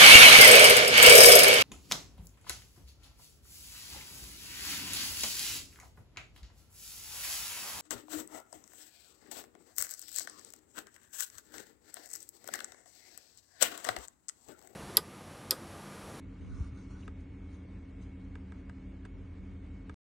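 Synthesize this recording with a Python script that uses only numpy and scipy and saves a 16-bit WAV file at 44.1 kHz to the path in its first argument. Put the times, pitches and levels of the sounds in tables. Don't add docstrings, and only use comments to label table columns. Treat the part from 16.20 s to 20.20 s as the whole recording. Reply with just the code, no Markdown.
import sys
import numpy as np
from scipy import signal
from scipy.fft import rfft, irfft
from scipy.io import wavfile
from scipy.ndimage import uniform_filter1d

SR = 44100
rng = np.random.default_rng(int(sys.argv[2]) if len(sys.argv) > 2 else 0)


def voltage_ratio(decibels):
    exponent = np.asarray(decibels, float) / 20
    return 10 ** exponent


def log_audio(samples):
    frames = np.atleast_2d(samples).T
    limited = np.clip(frames, -1, 1)
    pcm = np.round(limited * 32767).astype(np.int16)
    wavfile.write(sys.argv[1], SR, pcm)


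N = 176400

# (time [s], level [dB], treble boost [dB], low body boost [dB])
CLICKS = [(.8777, -39, 1.5, 0.9), (2.1536, -37.5, -5, -5), (2.32, -40, -3.5, -3.5),
          (2.4950, -40.5, -0.8, -3.2), (2.8502, -43, 1, 0), (2.8530, -46.5, 3, 7), (2.8582, -52, 0.7, 3.5),
          (3.6945, -39.5, -1, 3)]
CLICK_SIDE_DB = -9.5


def coloured(white, points):
    hz, db = np.transpose(points)
    f = np.maximum(np.fft.rfftfreq(N, 1 / SR), 1)
    gain = voltage_ratio(np.interp(np.log(f), np.log(hz), db))
    return irfft(rfft(white) * gain * np.sqrt(SR / 2), N)


def rms_one(x):
    return x / np.sqrt(np.mean(x ** 2) + 1e-20)


def drift(rate):
    r = np.exp(-80 * np.pi * rate / SR)
    white = rng.standard_normal(N // 40 + 2002)
    slow = signal.lfilter([1], [1, -2 * r, r * r], white)[2000:]
    return np.interp(np.arange(N) / 40, np.arange(len(slow)), rms_one(slow - slow.mean()))


def ring(clicks, hz, t60):
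    r, w = voltage_ratio(-60 / (t60 * SR)), 2 * np.pi * hz / SR
    return signal.lfilter([0, np.sin(w)], [1, -2 * r * np.cos(w), r * r], clicks + 1e-18)


def stereo(mid, side):
    return np.array([mid + side, mid - side])


def grains(per_s):
    caught = rng.random((2, N)) < per_s / SR
    size = voltage_ratio(1 * rng.exponential(1, (2, N)))
    return caught * size * rng.choice([-1, 1], (2, N))


def sliding():
    # (time [s], level before the gains below [dB])
    slides = [
        [(0.0, -68.5), (0.018, -100), (0.024, -104), (0.096, -86), (0.428, -68), (0.482, -73), (0.51, -84),
         (0.584, -70.5), (0.678, -78.5), (0.718, -68.5), (0.752, -76), (0.808, -71.5), (0.865, -76)],
        [(0.92, -89), (0.962, -111), (1.008, -77), (1.034, -114), (1.212, -97), (1.356, -71.5), (1.436, -109.5),
         (1.636, -93), (1.76, -114), (1.826, -69.5), (1.938, -115), (2.092, -110.5), (2.1, -103)],
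        [(3.4, -112), (3.444, -107), (3.47, -93.5), (3.476, -103), (3.488, -92), (3.52, -102), (3.526, -99),
         (3.56, -91), (3.57, -83.5), (3.616, -99), (3.65, -100), (3.662, -103), (3.67, -86)],
    ]
    # (frequency [Hz], relative level [dB per Hz])
    rub_colour = [(500, -42), (900, -3.5), (1300, -4), (1760, -21.5), (2180, -8.5), (3010, -17.5),
                  (3860, -12), (5000, -16), (6300, -11.5), (7500, -20), (9700, -18)]
    # (frequency [Hz], relative level [dB per Hz])
    desk_colour = [(35, -8), (60, -4.5), (110, -12.5), (170, -22), (300, -22)]
    # (time [s], level [dB])
    push = [(0.05, -72), (0.064, -74), (0.106, -93), (0.118, -74.5), (0.276, -80.5), (0.286, -69),
            (0.47, -64.5), (0.492, -76), (0.592, -66), (0.668, -83.5), (0.708, -68), (0.772, -65.5),
            (0.798, -74), (0.86, -92.5)]
    push_hz = [1150, 1310, 1470]
    rub_db, rub_side_db, rub_grains_per_s = 3.5, -8, 3700
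    desk_db, desk_side_db, desk_ends_s = 19, -33.5, 0.91
    push_t60_s, push_grains_per_s = .035, 300

    t = np.arange(N) / SR
    sides = voltage_ratio(np.array([[0], [rub_side_db]]))
    stroke = voltage_ratio(np.interp(t, *np.concatenate(slides).T))
    rub = voltage_ratio(rub_db) * sides * [rms_one(coloured(g, rub_colour)) for g in grains(rub_grains_per_s)]

    desk_points = [(20, -67.5)] + desk_colour + [(600, -82)]
    desk = np.array([rms_one(coloured(w, desk_points)) for w in rng.standard_normal((2, N))])
    desk = desk * voltage_ratio(desk_db + np.array([[0], [desk_side_db]])) * (t < desk_ends_s)

    shell = sum(ring(grains(push_grains_per_s), hz, push_t60_s) for hz in push_hz)
    shell = rms_one(shell) * sides
    push_level = voltage_ratio(np.interp(t, *np.transpose(push), left=-200, right=-200))
    return stereo(*(stroke * (rub + desk) + push_level * shell))


def machines():
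    hum_orders = [(1, -2), (1, -1), (1, 0), (1, 1), (1, 2), (2, -3), (2, -2), (2, -1), (2, 0), (3, -5),
                  (3, -3), (3, -2), (3, 0), (4, -4), (4, -2), (4, -1), (5, -5), (5, -4), (5, -3)]
    hum_db = [-52, -53, -66.5, -69, -73, -69, -65.5, -55, -71.5, -70, -56.5, -59.5, -64, -79.5, -70, -87,
              -77, -75, -85.5]
    drone_hz = [45.0, 48.5, 54.5]
    drone_db = [-53, -58.5, -63]
    hum_hz, rotor_hz = 100, 11.46
    waver_db, waver_rad, waver_hz = 1.5, 0.34, 2.7

    t = np.arange(N) / SR
    tones = [hum_hz * m + rotor_hz * k for m, k in hum_orders] + drone_hz
    out = np.zeros(N)
    for hz, db in zip(tones, hum_db + drone_db):
        level = np.sqrt(2) * voltage_ratio(db + waver_db * drift(waver_hz))
        phase = 2 * np.pi * (hz * t + rng.random()) + waver_rad * drift(waver_hz)
        out += level * np.sin(phase)
    return out


def whine():
    whine_hz, level_db, flutter_db, flutter_hz = 2204, -75.5, 2, 12
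    level = np.sqrt(2) * voltage_ratio(level_db + flutter_db * drift(flutter_hz))
    return level * np.sin(2 * np.pi * whine_hz * np.arange(N) / SR)


def air():
    # (frequency [Hz], level [dB per Hz])
    air_mid = [(25, -84.5), (38, -83), (50, -80.5), (70, -70.5), (95, -72), (135, -75.5), (160, -92),
               (192, -73.5), (215, -84), (270, -82.5), (320, -84.5), (440, -90.5), (500, -91.5), (700, -99),
               (1000, -100), (1500, -102), (2200, -102), (2700, -106), (3500, -113), (5000, -121),
               (6500, -121), (8500, -125), (9700, -128)]
    # (frequency [Hz], level [dB per Hz])
    air_side = [(25, -120), (120, -112), (200, -99), (300, -99), (480, -96.5), (650, -95), (900, -101),
                (1300, -107), (1900, -125), (2300, -124), (2800, -112), (3600, -122), (4800, -126),
                (6000, -140), (9000, -138)]
    mid, side = rng.standard_normal((2, N))
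    uneven = voltage_ratio(.5 * drift(10.5))
    return uneven * stereo(coloured(mid, air_mid), coloured(side, air_side))


def patchy_treble(x):
    depth_db, from_hz, full_hz = 9, 2200, 4000
    hz, _, cells = signal.stft(x, SR, nperseg=512)
    patches = uniform_filter1d(rng.standard_normal(cells.shape[1:]), size=9, axis=1)
    patches = rms_one(uniform_filter1d(patches, size=2, axis=0))
    depth = depth_db * np.clip((hz - from_hz) / (full_hz - from_hz), 0, 1)[:, None]
    swing = np.minimum(patches, .5) * (1 + (patches < -.7))
    return signal.istft(cells * voltage_ratio(depth * swing), SR, nperseg=512)[1][:, :N]


def puffs():
    # (middle [s], length [s], level [dB])
    puff_times = [(0.04, 0.22, -63), (0.317, .26, -44), (0.497, 0.23, -65.5), (1.087, 0.14, -67),
                  (1.494, .06, -71), (2.089, 0.085, -60), (2.484, 0.032, -63), (2.965, 0.086, -58),
                  (3.033, 0.067, -63), (3.217, .07, -57), (3.319, .09, -58.5)]
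    # (frequency [Hz], relative level [dB per Hz])
    puff_colour = [(20, -19), (45, -5), (100, 1), (160, -10), (300, -23), (600, -51), (1500, -100)]
    t = np.arange(N) / SR
    level = 0
    for s, length, db in puff_times:
        level = level + voltage_ratio(db) * np.cos(np.pi * np.clip((t - s) / length, -.5, .5))
    return stereo(0, level * rms_one(coloured(rng.standard_normal(N), puff_colour)))


def bumps():
    # (time [s], level [dB], frequency [Hz], t60 [s])
    knocks = [(0.402, -23.5, 73.5, 0.068), (.522, -37.5, 110.6, 0.096), (.866, -35, 70, 0.037)]
    # (time [s], level [dB], from [Hz], to [Hz], length [s])
    creak = [(.82, -62, 2350, 2900, .022)]
    rise_s, pan_db = 0.0067, .5

    t = np.arange(N) / SR
    out = np.zeros(N)
    for s, db, hz, t60 in knocks:
        age = np.maximum(t - s, 0)
        level = voltage_ratio(db - 60 * age / t60) * np.minimum(age / rise_s, 1)
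        out -= level * 2 * np.sin(2 * np.pi * hz * age)

    s, db, from_hz, to_hz, length = creak[0]
    part = np.clip((t - s) / length, 0, 1)
    stutter = rms_one(ring(rng.standard_normal(N), 220, 0.015))
    cycles = length * part * (from_hz + (to_hz - from_hz) * part / 2)
    out += voltage_ratio(db) * stutter * np.sin(np.pi * part) * 2 * np.sin(2 * np.pi * cycles)
    return out * voltage_ratio(np.array([[pan_db], [-pan_db]]))


def buttons():
    # (frequency [Hz], relative level [dB], t60 [s])
    shell = [(437, -6, 0.047), (764, -13.5, .018), (953, -7, 0.017), (1267, -4, 0.019), (1617, -3, 0.016),
             (1950, -10.5, 0.019), (2278, -12, .014), (2764, -15.5, .014), (3566, -18.5, 0.014),
             (4960, -24, 0.011), (5900, -26, 0.0069), (7990, -21.5, .01)]
    treble_from_hz, body_under_hz, scatter_db = 3000, 1400, 2.5
    build_up_cycles = 2.2
    echo_db, echo_t60_s, echo_gap_s = -15, .07, .004

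    s, db, treble_db, body_db = np.transpose(CLICKS)
    chance = rng.standard_normal((len(CLICKS), len(shell), 2))
    out = np.zeros((2, N))
    for k, (hz, mode_db, t60) in enumerate(shell):
        level = db + mode_db + treble_db * (hz > treble_from_hz) + body_db * (hz < body_under_hz)
        height = voltage_ratio(level + scatter_db * chance[:, k, 0])
        hits = np.zeros((2, N))
        hits[:, (s * SR).astype(int)] = [height, height * voltage_ratio(CLICK_SIDE_DB) * chance[:, k, 1]]
        r, w = np.exp(-hz / (build_up_cycles * SR)), 2 * np.pi * hz / SR
        swell = signal.lfilter([1 - r], [1, -2 * r * np.cos(w), r * r], hits + 1e-18) * 2 * np.sin(w)
        out += ring(swell, hz, t60)
    direct = stereo(*out)

    t = np.arange(SR // 4) / SR
    tail = rng.standard_normal((2, len(t))) * voltage_ratio(-60 * t / echo_t60_s) * (t > echo_gap_s)
    tail = tail / np.sqrt(np.sum(tail[0] ** 2))
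    return direct + voltage_ratio(echo_db) * signal.fftconvolve(direct, tail, axes=1)[:, :N]


def crack():
    # (frequency [Hz], relative level [dB per Hz])
    crack_colour = [(900, -40), (2000, -1), (3500, 1.5), (5200, -7), (8000, -4.5), (10000, -9)]
    crack_db, t60_s, build_up_s = -17.5, .024, .0008
    t = np.arange(N) / SR
    level = 0
    for s, db, treble_db, _ in CLICKS:
        fall = voltage_ratio(db + treble_db + crack_db - 60 * np.abs(t - s) / t60_s)
        level = level + np.clip((t - s) / build_up_s, 0, 1) * fall
    mid, side = [rms_one(coloured(w, crack_colour)) for w in rng.standard_normal((2, N))]
    return level * stereo(mid, voltage_ratio(CLICK_SIDE_DB) * side)


def scene():
    hiss = patchy_treble(sliding() + air())
    return hiss + machines() + whine() + puffs() + bumps() + buttons() + crack()


def low_pass(x):
    return signal.sosfilt(signal.butter(12, 9640, fs=SR, output="sos"), x)


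def record(dry):
    top_cut_hz, low_cut_hz, end_s = 9700, 34, 3.74315
    x = signal.sosfilt(signal.ellip(10, .3, 60, top_cut_hz, fs=SR, output="sos"), dry)
    x = signal.sosfilt(signal.butter(4, low_cut_hz, "high", fs=SR, output="sos"), x)
    mix = x * (np.arange(N) < end_s * SR)
    return low_pass(mix)


dry = scene()
out = record(dry)
log_audio(out)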